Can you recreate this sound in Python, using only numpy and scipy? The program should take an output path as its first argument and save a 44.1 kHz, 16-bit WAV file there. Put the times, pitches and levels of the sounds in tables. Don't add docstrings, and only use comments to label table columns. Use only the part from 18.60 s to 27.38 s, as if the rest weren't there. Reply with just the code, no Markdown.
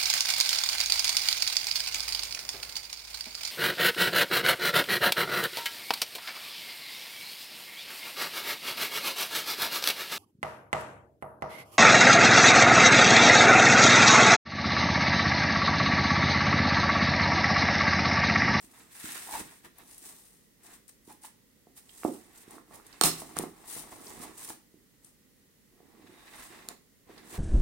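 import sys
import numpy as np
from scipy import signal
from scipy.fft import rfft, irfft
from scipy.io import wavfile
from scipy.ndimage import uniform_filter1d

SR = 44100
rng = np.random.default_rng(int(sys.argv[2]) if len(sys.argv) > 2 else 0)


def store_wav(level_fs):
    pcm = np.round(np.clip(np.atleast_2d(level_fs), -1, 1) * 32767)
    wavfile.write(sys.argv[1], SR, pcm.T.astype(np.int16))


N = 387198
T = np.arange(N) / SR

# (time of peak [s], length [s], level [dB])
FOAM_RUBS = [(.03, 0.043, -54.5), (.195, 0.086, -58.5), (1.32, 0.069, -53), (1.473, 0.063, -47),
             (1.55, 0.23, -56.5), (2.06, 0.027, -55), (2.135, 0.033, -53), (2.294, 0.0067, -48.5),
             (2.503, 0.043, -53.5), (2.655, 0.028, -47.5), (3.183, 0.022, -51), (3.45, 0.15, -50),
             (3.785, 0.047, -54), (4.15, 0.02, -52.5), (4.461, 0.026, -25), (4.6, 0.031, -42),
             (4.785, 0.011, -37.5), (5.15, 0.071, -38), (5.335, 0.041, -50), (5.5, 0.09, -49.5),
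             (5.633, 0.024, -40.5), (5.825, 0.055, -42.5), (5.9, 0.032, -43.5), (6.471, 0.041, -61.5),
             (7.82, 0.075, -50.5), (8.74, 0.062, -48.5)]
FINGER_PUSHES = [(.79, 0.028, -49.5), (3.94, 0.047, -57.5), (4.148, 0.055, -60), (4.461, 0.022, -36),
                 (4.68, 0.21, -58), (4.815, 0.03, -49), (5.904, 0.0046, -46.5), (8.105, 0.027, -59)]
EDGE_SKIDS = [(.19, 0.11, -57.5), (.73, 0.054, -46.5), (.925, 0.018, -55), (1.055, 0.017, -48.5),
              (1.205, 0.041, -55), (2.1, 0.075, -57), (2.505, 0.017, -51.5), (2.648, 0.012, -50.5),
              (3.8, 0.19, -59.5), (4.33, 0.11, -56), (4.774, 0.015, -40.5), (8.103, 0.031, -53.5)]
RIM_CHATTERS = [(.7, 0.021, -46), (.752, 0.026, -37.5), (2.507, 0.019, -53), (2.648, 0.0082, -51.5)]
TRAY_SQUEAKS = [(7.6, 0.068, -68.5)]
# (time [s], level [dB])
SHEET_PEEL = [(0.32, -58), (0.49, -43.5), (0.664, -50.5), (0.744, -44), (0.804, -46), (0.83, -57.5),
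              (0.96, -62)]
SLAB_LIFT = [(4.97, -63), (5.092, -63.5), (5.686, -55.5), (5.78, -71), (5.915, -59), (5.935, -82)]
# (time [s], sliding level [dB], judder level [dB])
TRAY_DRAGS = [
    [(7.13, -87, -64), (7.33, -76.5, -57.5), (7.49, -68, -55), (7.59, -64, -65), (7.724, -58, -64),
     (7.83, -56.5, -77), (7.884, -64.5, -67), (7.935, -56, -54), (8.06, -63, -66)],
    [(8.5, -68, -47), (8.542, -64, -58.5), (8.692, -64.5, -51), (8.75, -48, -49.5)],
]
# (foam hiss [dB], card scrape [dB], box shudder [dB], sheet rasp [dB])
RUB_MIX = (-1, -15.5, -23, -17)
PUSH_MIX = (2, 3, 0.5, -10)
SKID_MIX = (-7, -8, -11.5, -6.5)
PEEL_MIX = (3, -12.5, -28, -3.5)
LIFT_MIX = (-0.5, 1.5, 0, -5.5)
DRAG_MIX = (-3, -1.5, -24, 1.5)
JUDDER_MIX = (-34, -11, -4.5, -38)
# (time [s], left minus right [dB])
FOAM_PLACE = [(.8, 1.5), (2.25, 2.5), (2.65, -1.5), (4.45, 0), (4.6, 1.5), (5.15, 4.5), (5.5, 0)]

# (time [s], level [dB], brightness [Hz])
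BOX_KNOCKS = [(0.041, -47.5, 300), (0.441, -36, 300), (0.557, -38, 1430), (0.81, -39, 219),
              (2.477, -43.5, 414), (3.07, -47, 760), (3.434, -30, 2680), (3.4493, -14, 780),
              (3.4525, -22.5, 690), (3.878, -43, 430), (3.982, -37.5, 1830), (4.11, -43, 1000),
              (4.199, -43.5, 1520), (4.413, -12, 1503), (4.4368, -15.5, 1300), (4.62, -33, 900),
              (4.767, -24.5, 1560), (4.796, -24.5, 576), (4.837, -26.5, 990), (5.164, -36.5, 475),
              (5.6, -38.5, 300), (6.141, -46.5, 398), (7.204, -48, 748), (8.088, -42.5, 900),
              (8.4955, -41, 695)]
# (time [s], foam skin level [dB], length [s], edge relative to skin [dB],
# left minus right [dB], share sent into the room [dB])
EDGE_SNAPS = [(4.4117, -17, 0.002, 2, -0.5, 0.5), (4.436, -18.5, 0.004, -1, 0, 3.5),
              (4.769, -33, 0.00073, 0, 3, -9), (4.788, -21.5, 0.00055, -20, 19, -10),
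              (8.0873, -30.5, 0.001, 1, 2.5, -4.5)]
# (time [s], level [dB], pitch [Hz], left minus right [dB])
SKIN_CREASES = [(1.047, -56.5, 11000, 16), (1.184, -55, 12000, 17), (1.38, -45, 10100, 1),
                (2.034, -59, 10000, 11), (2.28, -54, 9500, 13), (2.635, -51, 9500, 4),
                (3.293, -54, 3160, -8.5), (3.908, -48.5, 9300, 2), (4.266, -49.5, 8800, -4),
                (4.327, -53, 4600, -8), (5.468, -48, 4960, -3), (6.446, -50.5, 9000, 5.5),
                (8.579, -53, 4200, -7)]

# (pitch [Hz], width [Hz], level [dB])
BOX_MODES = [(300, 260, -3), (383, 170, -4.5), (714, 54, 0), (820, 120, -6.5), (1138, 310, 0.5),
             (1997, 610, -19)]
EDGE_MODES = [(2690, 800, -8), (4050, 700, 1.5), (5300, 835, -4), (6800, 920, -2)]
SKIN_MODES = [(8700, 810, 1), (13500, 5500, -12)]
SHEET_MODES = [(1790, 760, 7), (2550, 240, -5), (3530, 460, -4)]
SQUEAK_MODE = [(3730, 260, 0)]
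# (frequency [Hz], level [dB])
FOAM_TONE = [(500, -29.5), (1500, -14), (3000, -11), (6000, -7), (9000, -2), (11500, -6), (15500, -8.5)]
CARD_TONE = [(250, -5), (550, -6), (800, 2), (1100, -1), (1500, -13), (2000, -5.5), (2700, -17.5),
             (4000, -15.5), (9000, -26)]
SHUDDER_TONE = [(40, -21), (100, -7), (190, -3), (330, 4.5), (450, -1), (650, -17.5), (1400, -42.5)]
BACKGROUND_TONE = [(20, -35.5), (42, 2), (65, -7), (185, -1.5), (275, 0), (330, -7), (470, -6.5),
                   (700, -19), (1700, -17), (1930, -10), (2250, -17.5), (14000, -17)]
# (frequency [Hz], time to fade by 60 dB [s], echo level [dB])
ROOM_BANDS = [(95.2, 0.39, -4.5), (300, 0.35, -3), (800, 0.35, -7.5), (1980, 0.35, -3.5), (5060, 0.36, -5),
              (9050, 0.25, -6), (15020, 0.31, -6.5)]


def sliding():
    on_foam, on_card, on_box, on_sheet = contacts()
    scrape = colour(slips(per_s=3500, spread_db=0.5, shared=0.51), CARD_TONE)
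    scrape = unit(scrape * undb(2.6 * wander(60)))
    tap_force = lowpass(slips(per_s=160, spread_db=0, shared=0.88), 1300, order=3)
    taps = undb(-8.5) * unit(ring(tap_force, BOX_MODES))
    shudder = unit(colour(slips(per_s=290, spread_db=1.5, shared=0.83), SHUDDER_TONE))
    foam_side_db = np.interp(T, *np.transpose(FOAM_PLACE))
    return (foam_hiss() * on_foam * pan(foam_side_db)
            + (scrape + taps) * on_card * pan(-2)
            + shudder * on_box * pan(-4.5)
            + sheet_rasp() * on_sheet * pan(-3))


def contacts():
    moves = [(swells(FOAM_RUBS), RUB_MIX), (swells(FINGER_PUSHES), PUSH_MIX),
             (swells(EDGE_SKIDS), SKID_MIX), (pull(SHEET_PEEL), PEEL_MIX), (pull(SLAB_LIFT), LIFT_MIX)]
    for drag in TRAY_DRAGS:
        moves += [(pull(drag), DRAG_MIX), (pull(drag, column=2), JUDDER_MIX)]
    power = sum(np.outer(undb(mix), gain) ** 2 for gain, mix in moves)
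    return np.sqrt(power)


def foam_hiss(sing_hz=8800, wander_hz=454.3, width_hz=1700, sing_db=-5.5):
    flurries = undb(1.7 * wander(110) + 1.8 * wander(450))
    hiss = unit(colour(slips(per_s=13000, spread_db=-2.5, shared=0.076), FOAM_TONE))
    grip = wander(14)
    phase = 2 * np.pi * np.cumsum(sing_hz + wander_hz * grip) / SR
    low_noise = lowpass(rng.standard_normal((2, N)), width_hz / 2)
    singing = unit(low_noise * np.cos(phase))
    return unit((hiss + undb(sing_db) * singing) * flurries)


def sheet_rasp():
    catching = undb(2.5 * wander(60))
    friction = slips(per_s=6500, spread_db=1, shared=0.18)
    return unit(ring(friction, SHEET_MODES) * catching)


def box_knocks():
    out = np.zeros((2, N))
    for s, db, bright_hz in BOX_KNOCKS:
        force = lowpass(signal.unit_impulse(SR // 2), bright_hz, order=5)
        shift = 1 + .03 * rng.standard_normal()
        thud = ring(force, [(hz * shift, width, mode_db) for hz, width, mode_db in BOX_MODES])
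        bass_cut = signal.butter(2, 0.14 * bright_hz, "high", fs=SR, output="sos")
        thud = signal.sosfilt(bass_cut, thud)
        add(out, s, undb(db) * thud / np.abs(thud).max() * pan(-4.5))
    return out


def edge_snaps(click_s=0.00082):
    direct, to_room = np.zeros((2, N)), np.zeros((2, N))
    for s, db, length, edge_db, pan_db, room_db in EDGE_SNAPS:
        tear = burst(length)
        click = click_s / length * lowpass(tear, 13000)
        edge = sized(ring(tear, EDGE_MODES) + click, length) * pan(-8.5)
        skin = sized(ring(burst(length), SKIN_MODES), length)
        crack = undb(db) * (skin + undb(edge_db) * edge) * pan(pan_db)
        add(direct, s, crack)
        add(to_room, s, undb(room_db) * crack)
    return direct, to_room


def tray_booms(hz=161, fade_s=.48, relative_db=-17.5):
    out, t = np.zeros((2, N)), T[:SR]
    note = np.sin(2 * np.pi * hz * t) * np.exp(-np.log(1000) * t / fade_s)
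    for s, db, _ in BOX_KNOCKS:
        if 4.42 < s < 6.0:
            add(out, s, undb(db + relative_db) * note * pan(-4))
    return out


def skin_creases(length_s=0.0053, width_share=0.18):
    out = np.zeros((2, N))
    for s, db, hz, pan_db in SKIN_CREASES:
        fold = ring(burst(length_s), [(hz, width_share * hz, 0)])
        add(out, s, undb(db) * sized(fold, length_s) * pan(pan_db))
    return out


def rim_chatter():
    stutter = slips(per_s=1500, spread_db=0, shared=0.77)
    broad_ring = ring(stutter, [(900, 320, 0)])
    narrow_ring = ring(broad_ring, [(886, 150, 0)])
    return unit(narrow_ring) * swells(RIM_CHATTERS)


def tray_squeak():
    friction = rng.standard_normal((2, N))
    whistle = ring(ring(friction, SQUEAK_MODE), SQUEAK_MODE)
    return unit(whistle) * swells(TRAY_SQUEAKS)


def room_echo(dry, build_s=0.0058, table_echo=1.0, alike_hz=800):
    t = T[:int(SR * .7)]
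    freqs = np.maximum(np.fft.rfftfreq(len(t), 1 / SR), 1)
    band_hz, fade_s, echo_db = np.transpose(ROOM_BANDS)
    middle, side = np.exp(2j * np.pi * rng.random((2, len(freqs))))
    apart = freqs / np.hypot(freqs, alike_hz)
    reflections = (middle + np.array([[1], [-1]]) * apart * side) / np.hypot(1, apart)
    build_up = 1 + table_echo - np.exp(-(t / build_s) ** 2)
    response = 0
    for k in range(len(band_hz)):
        band = np.interp(np.log(freqs), np.log(band_hz), np.arange(len(band_hz)) == k)
        fade = build_up * np.exp(-np.log(1000) * t / fade_s[k])
        response += undb(echo_db[k]) * irfft(reflections * band, len(t)) * unit(fade)
    return signal.fftconvolve(dry, response, axes=1)[:, :N]


def background(level_db=-63.5, alike_hz=600):
    murmur = lowpass(rng.standard_normal(N), alike_hz, order=1) * pan(-5)
    noise = rng.standard_normal((2, N))
    hiss = noise - 0.11 * lowpass(noise, alike_hz, order=1)
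    return unit(colour(murmur + hiss, BACKGROUND_TONE)) * undb(level_db) * pan(-0.71)


def slips(per_s, spread_db, shared):
    happens = rng.random(N) < per_s / SR
    size = undb(spread_db * np.minimum(rng.exponential(size=N), 5))
    common = np.sqrt(shared) * rng.standard_normal(N)
    separate = np.sqrt(1 - shared) * rng.standard_normal((2, N))
    return happens * size * (common + separate)


def burst(length):
    t = T[:SR // 20]
    return rng.standard_normal((2, len(t))) * np.exp(-(t / length) ** 2)


def swells(moves):
    power = np.full(N, 1e-18)
    for s, length, db in moves:
        near = slice(max(int((s - np.pi * length) * SR), 0), int((s + np.pi * length) * SR))
        bell = np.exp(-((T[near] - s) / length) ** 2)
        power[near] += (undb(db) * bell) ** 2
    return np.sqrt(power)


def pull(curve, column=1, rise_db_per_s=459, fall_db_per_s=162):
    s, db = np.transpose(curve)[[0, column]]
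    before, after = np.maximum(s[0] - T, 0), np.maximum(T - s[-1], 0)
    return undb(np.interp(T, s, db) - rise_db_per_s * before - fall_db_per_s * after)


def wander(per_s):
    hold = int(SR / per_s)
    steps = np.repeat(rng.standard_normal(N // hold + 1), hold)
    return unit(uniform_filter1d(steps, hold)[:N])


def ring(force, modes):
    return sum(undb(db) * signal.lfilter(*signal.iirpeak(hz, hz / width, fs=SR), force)
               for hz, width, db in modes)


def colour(x, tone):
    hz, db = np.transpose(tone)
    freqs = np.maximum(np.fft.rfftfreq(N, 1 / SR), 1)
    gain = undb(np.interp(np.log(freqs), np.log(hz), db))
    return irfft(rfft(x) * gain, N)


def lowpass(x, hz, order=2):
    return signal.sosfilt(signal.butter(order, hz, fs=SR, output="sos"), x)


def sized(x, length):
    return x / np.sqrt(np.sum(x ** 2, axis=1, keepdims=True) / (length * SR))


def unit(x):
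    return x / np.sqrt(np.mean(x ** 2))


def undb(db):
    return 10 ** (np.asarray(db) / 20)


def pan(db):
    return undb(np.array([[.5], [-.5]]) * db)


def add(out, s, sound):
    start = int(s * SR)
    out[:, start:start + sound.shape[-1]] += sound[..., :N - start]


def scene():
    rustling = sliding() + skin_creases() + rim_chatter() + tray_squeak()
    knocks = box_knocks()
    snaps, snaps_to_room = edge_snaps()
    echo = room_echo(rustling + undb(1.5) * knocks + snaps_to_room)
    return rustling + knocks + snaps + echo + tray_booms() + background()


def record(dry):
    ceiling, top_hz = .7, 15900
    rounded = ceiling * np.tanh(dry / ceiling)
    treble_cut = signal.ellip(10, .2, 70, top_hz, fs=SR, output="sos")
    return signal.sosfilt(treble_cut, rounded)


dry = scene()
out = record(dry)
store_wav(out)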